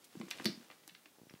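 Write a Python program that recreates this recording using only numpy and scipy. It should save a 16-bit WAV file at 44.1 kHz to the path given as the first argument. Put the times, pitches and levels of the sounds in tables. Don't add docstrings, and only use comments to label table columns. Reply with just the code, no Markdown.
import sys
import numpy as np
from scipy import signal
from scipy.fft import rfft, irfft
from scipy.io import wavfile
from scipy.ndimage import uniform_filter1d

SR = 44100
rng = np.random.default_rng(int(sys.argv[2]) if len(sys.argv) > 2 else 0)


def wav_record(signal):
    frames = np.transpose(np.atleast_2d(signal))
    bounded = np.clip(frames, -1, 1)
    quanta = np.round(bounded * 32767).astype(np.int16)
    wavfile.write(sys.argv[1], SR, quanta)


def volts_from_decibels(level):
    exponent = np.asarray(level, float) / 20
    return 10 ** exponent


N = 61739

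# t/s, peak level/dB, lowest f/Hz, highest f/Hz,
# chatter length/ms
JOINT_TICKS = [(0.1985, -48, 4970, 8000, 2.4), (0.1985, -49, 595, 3100, 2.2), (.2132, -42, 500, 1500, 1.2),
               (0.2137, -41, 1600, 4200, 1.2), (0.3055, -39, 1500, 13600, 5), (.3107, -32, 3500, 9000, .8),
               (0.3105, -40, 6560, 14600, 2.5), (.311, -29, 1500, 5000, 3.2), (0.4016, -49, 500, 1800, 4),
               (0.3983, -44, 1290, 3900, 1.7), (0.4387, -48.5, 980, 5900, 11), (0.4445, -32, 700, 11400, 2),
               (.4558, -21, 3000, 6300, 2), (.4558, -25, 1500, 3600, 1.8), (0.455, -30, 6000, 14300, 2.7),
               (0.4579, -42, 600, 1300, 6), (0.4642, -28, 3900, 5200, 2.5), (0.4685, -33, 3800, 5200, 2.5),
               (.4745, -36, 2600, 5600, 3.5),
               (.042, -51, 2180, 12700, 13), (.153, -52, 500, 3300, 1.1), (.282, -45, 590, 2400, 3.3),
         (0.2861, -49.5, 4000, 7500, 2.5), (0.292, -63, 2000, 5500, 2), (0.374, -48, 1500, 8900, 2.8),
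         (.384, -42, 1500, 3960, 3.3), (.611, -55, 590, 4000, 2.6), (0.7011, -43, 500, 2750, 3.4),
         (0.7122, -46.5, 690, 4500, 3), (.720, -51, 400, 3200, 5.4), (.835, -53.5, 590, 3520, 4.1),
         (0.877, -40, 2470, 14000, 2.16), (.8775, -48.5, 500, 2520, 1.4), (0.8893, -50, 2000, 6000, 1.05),
         (0.894, -43.5, 1690, 4180, 4.5), (0.949, -43.5, 1190, 4380, 3.5), (1.059, -51, 1500, 3100, 2.4),
         (1.058, -50.5, 694, 5800, 3.6), (1.296, -50.5, 990, 3400, 3), (1.297, -51, 5080, 5760, 2.2),
         (1.306, -55.5, 1000, 2950, 4.7), (1.3378, -50.5, 607, 4470, 1.5), (1.35, -51, 1430, 3280, 4.4),
         (.3155, -40.5, 790, 4130, 10), (.448, -43.5, 1500, 4000, 2.6)]
# t/s, peak level/dB, f/Hz, t60/ms
PINGS = [(.1535, -55, 1500, 8), (.1535, -51, 1020, 8.3), (.2135, -42.5, 835, 17),
         (.2135, -38.5, 1103, 15.5), (.2134, -45.5, 2060, 15), (.2136, -47, 3030, 20),
         (0.31, -32.5, 5700, 8.2), (.3122, -33, 4000, 10), (.311, -36, 3350, 6.7), (0.63, -51, 1500, 8),
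         (.7125, -49, 3650, 6), (.7012, -51.5, 810, 11), (.489, -45, 5400, 8.6), (.4985, -51, 3660, 8),
         (0.55, -45, 5000, 8), (.345, -48, 2830, 10), (0.3, -47, 3000, 10), (.3112, -39, 2036, 14),
         (.3126, -28.5, 2780, 6.4), (.319, -49, 2000, 11), (.3335, -42, 1870, 17), (.339, -48, 4300, 13),
         (0.4, -42, 940, 20), (.3985, -33, 1510, 4.1), (.3996, -31.5, 1480, 3.5), (.3986, -46, 2100, 16),
         (.413, -47, 1900, 10), (.445, -34, 4700, 8.8), (0.46, -22, 4500, 14), (.4598, -31, 2950, 7),
         (0.41, -41, 2600, 6), (0.46, -52, 4400, 5.4), (.4562, -33, 1860, 14), (.457, -41, 920, 26),
         (.476, -44, 5400, 8), (.949, -51.5, 3800, 8.6), (1.0575, -48.5, 2660, 13), (1.0575, -58, 1700, 19),
         (1.0575, -56, 2350, 20), (1.0575, -59, 1120, 22), (1.2965, -52, 2250, 16), (1.2965, -57, 1700, 18)]
# t/s, peak level/dB, f/Hz, t60/s, swell/cycles
THUMPS = [(0.1517, -36, 309, 0.036, 1.06), (0.1685, -34, 188, 0.042, 0.73), (0.193, -44.5, 230, 0.043, .6),
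          (0.2007, -33, 220.7, 0.087, 0.74), (.201, -43, 335, .08, 0.41), (0.2284, -41, 336, 0.076, 1.2),
          (0.2323, -41, 194, 0.1, 1.1), (.266, -45, 260, 0.047, 0.65), (0.282, -49, 345, 0.052, 0.29),
          (0.4027, -35, 297, 0.032, 0.65), (0.4026, -42.5, 202, 0.036, 0.68), (0.417, -37, 260, 0.038, 1),
          (.4501, -31, 338, 0.042, 0.91), (0.4576, -23.5, 215, 0.095, 0.73),
          (0.4582, -33.5, 340, 0.091, 0.51), (0.456, -43, 136, 0.093, 0.45), (.462, -46, 453, 0.086, 0.21),
          (.458, -47, 634, 0.13, 0.45), (0.4826, -31.5, 340, 0.067, 0.93), (0.4943, -34.5, 192, 0.067, 0.4),
          (.520, -42, 258, 0.072, 0.8), (.525, -48, 176, .06, .8), (0.541, -46, 312, 0.04, 0.52),
          (.55, -51, 237, 0.056, 0.51), (0.574, -42, 212, 0.056, 0.4), (0.601, -46.5, 235, 0.048, 0.45),
          (.703, -57, 280, 0.053, .8), (0.877, -53.5, 309, 0.065, 0.58), (.915, -59, 178, 0.14, .8),
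          (1.059, -59.5, 305, 0.09, 0.65)]
# t/s, level/dB
ROD_HITS = [
    (0.4571, -59),
    (0.4652, -66),
    (0.47, -68),
    (0.477, -73),
    (0.483, -73),
    (0.4951, -74),
    (.504, -71),
    (0.513, -67),
]
# t/s, level/dB
LOAD = [(0, -67), (0.061, -67), (.09, -72), (.14, -63.5), (.22, -63.5), (.3, -59.5), (.44, -56), (.55, -62),
        (.75, -68.5), (1.15, -82), (1.4, -72)]
# f/Hz, level/dB
MESH_SPECTRUM = [(300, 1.5), (1000, -5), (2500, -5.5), (5000, -7.5), (10000, -15), (15000, -22.5)]
# t/s, peak level/dB, start f/Hz
BUMPS = [(1.156, -62, 710), (1.185, -51, 560), (1.1983, -53, 695), (1.216, -45, 298), (1.234, -48, 354),
         (1.256, -53.5, 620), (1.269, -48, 316), (1.309, -48.5, 347), (1.326, -54, 465),
         (1.3394, -39.5, 266), (1.361, -54.5, 249)]
# f/Hz, level/dB
HISS_SPECTRUM = [(24, -43), (40, -10), (60, -5), (312, -2), (810, -7), (2770, -13), (3220, -11.5),
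                 (14800, -15), (16000, -12)]

CHATTER_PER_S, TICK_FADE, GRIT = 4000, 0.69, 0.73
ROD_COUNT, ROD_HZ, ROD_SPREAD_OCT, ROD_T60_S, ROD_SKIRT_DB = 90, 4706, 0.22, 0.2, -9.5
ROOM_T60_S, ROOM_TOP_T60_S, WALL_CUT_HZ = 0.27, 0.14, 4000
CORNER_T60_S, CORNER_DB = 0.03, 6.5
ROOM_DB, ROOM_PING_DB, ROOM_LOW_DB = -6.5, -3.5, -18
CRACKLES_PER_S, CRACKLE_SPREAD_DB, FIBRE_NOISE = 2500, 4, 0.47
BUMP_FALL, BUMP_CYCLES = 0.64, 0.46
HISS_DB = -66
MIC_CUT_HZ, MIC_TOP_HZ, MIC_CLIP = 130.5, 15700, 0.14


def ticks():
    out, t = np.zeros(N), np.arange(1024) / SR
    contacts = JOINT_TICKS
    draws = rng.random((len(contacts), 1024))
    sizes = rng.standard_normal((len(contacts), 1024))
    for (s, db, low_hz, top_hz, ms), draw, size in zip(contacts, draws, sizes):
        length_s = ms / 1000
        gate = (t < length_s) * np.exp(-TICK_FADE * t / length_s) * np.minimum(t * 5000, 1)
        slips = draw < CHATTER_PER_S / SR
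        spectrum = rfft(gate * np.tanh(size * (GRIT + slips)))
        power = uniform_filter1d(np.abs(spectrum) ** 2, size=13)
        even = irfft(spectrum / np.sqrt(power + 1e-9)) * (t < 2 * length_s)
        band = signal.butter(3, [low_hz, top_hz], "band", fs=SR, output="sos")
        body = signal.sosfilt(band, even)
        add(out, s, volts_from_decibels(db) * body / np.abs(body).max())
    return out


def pings():
    out, t = np.zeros(N), np.arange(2048) / SR
    for s, db, hz, ms in PINGS:
        decay = volts_from_decibels(db - 60 * t * 1000 / ms)
        add(out, s, decay * np.sin(2 * np.pi * hz * t))
    return out


def thumps():
    out, t = np.zeros(N), np.arange(SR // 2) / SR
    for s, db, hz, t60_s, swell_cycles in THUMPS:
        rise = np.sin(np.pi / 2 * np.minimum(t * hz / swell_cycles, 1)) ** 2
        decay = volts_from_decibels(db - 60 * t / t60_s)
        add(out, s, decay * rise * np.sin(2 * np.pi * hz * t))
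    return out


def rods():
    out, (s, db) = np.zeros(N), np.transpose(ROD_HITS)
    offsets = np.linspace(-1, 1, ROD_COUNT) + rng.normal(0, .008, ROD_COUNT)
    polarities = rng.choice([-1, 1], (ROD_COUNT, len(s)))
    lives = rng.uniform(.7, 1.3, ROD_COUNT)
    for offset, signs, life in zip(offsets, polarities, lives):
        clicks = np.zeros(N)
        clicks[(s * SR).astype(int)] = volts_from_decibels(db) * signs
        core = np.exp(-.5 * (offset / ROD_SPREAD_OCT) ** 2)
        skirt = volts_from_decibels(ROD_SKIRT_DB) * (1 - offset ** 2)
        out += (core + skirt) * ring(clicks, ROD_HZ * 2 ** (.7 * offset), ROD_T60_S * life)
    return out


def room(x):
    t = np.arange(SR // 2) / SR
    tail_noise, corner_noise = rng.standard_normal((2, SR // 2))
    low = signal.sosfilt(signal.butter(1, WALL_CUT_HZ, fs=SR, output="sos"), tail_noise)
    tail = low * volts_from_decibels(-60 * t / ROOM_T60_S) + (tail_noise - low) * volts_from_decibels(-60 * t / ROOM_TOP_T60_S)
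    corner = corner_noise * volts_from_decibels(CORNER_DB - 60 * t / CORNER_T60_S)
    onset = np.clip((t - .0015) / 0.0022, 0, 1)
    echo = (tail + corner) * onset
    return signal.fftconvolve(x, echo / np.sqrt(np.sum(echo ** 2)))[:N]


def mesh():
    sizes_db = CRACKLE_SPREAD_DB * np.minimum(rng.exponential(1, N), 4)
    sizes = volts_from_decibels(sizes_db) * rng.choice([-1, 1], N)
    crackles = sizes * (rng.random(N) < CRACKLES_PER_S / SR)
    grains = crackles + FIBRE_NOISE * rng.standard_normal(N)
    s, db = np.transpose(LOAD)
    return volts_from_decibels(np.interp(np.arange(N) / SR, s, db)) * coloured(grains, MESH_SPECTRUM)


def bumps():
    out, t = np.zeros(N), np.arange(2000) / SR
    slowing = 1 - BUMP_FALL
    for s, db, hz in BUMPS:
        turns = ((1 + t * hz * 2) ** slowing - 1) / (2 * slowing)
        fade = np.exp(-(turns / BUMP_CYCLES) ** 2)
        add(out, s, volts_from_decibels(db + 3) * np.sin(2 * np.pi * turns) * fade)
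    return out


def hiss():
    return volts_from_decibels(HISS_DB) * coloured(rng.standard_normal(N), HISS_SPECTRUM)


def coloured(x, points):
    hz, db = np.transpose(points)
    f = np.maximum(np.fft.rfftfreq(N, 1 / SR), 10)
    y = irfft(rfft(x) * volts_from_decibels(np.interp(np.log(f), np.log(hz), db)), N)
    return y / np.sqrt(np.mean(y ** 2))


def ring(x, hz, t60_s):
    r, w = volts_from_decibels(-60 / (t60_s * SR)), 2 * np.pi * hz / SR
    return signal.lfilter([0, np.sin(w)], [1, -2 * r * np.cos(w), r * r], x + 1e-18)


def add(out, s, sound):
    i = int(s * SR)
    out[i:i + len(sound)] += sound[:len(out) - i]


def scene():
    sharp, notes, low = ticks(), pings(), thumps()
    wet = room(volts_from_decibels(ROOM_DB) * (sharp + volts_from_decibels(ROOM_PING_DB) * notes) + volts_from_decibels(ROOM_LOW_DB) * low)
    rack = sharp + notes + low + rods() + mesh()
    return (rack + wet + bumps() + hiss())[None]


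def roll_off(x):
    return signal.sosfilt(signal.butter(12, 16290, fs=SR, output="sos"), x)


def record(dry):
    bass_cut = signal.butter(3, MIC_CUT_HZ, "high", fs=SR, output="sos")
    top_cut = signal.cheby1(12, .5, MIC_TOP_HZ, fs=SR, output="sos")
    x = signal.sosfilt(bass_cut, dry)
    x = MIC_CLIP * np.tanh(x / MIC_CLIP)
    x = signal.sosfilt(top_cut, x)
    return roll_off(x)


dry = scene()
out = record(dry)
wav_record(out)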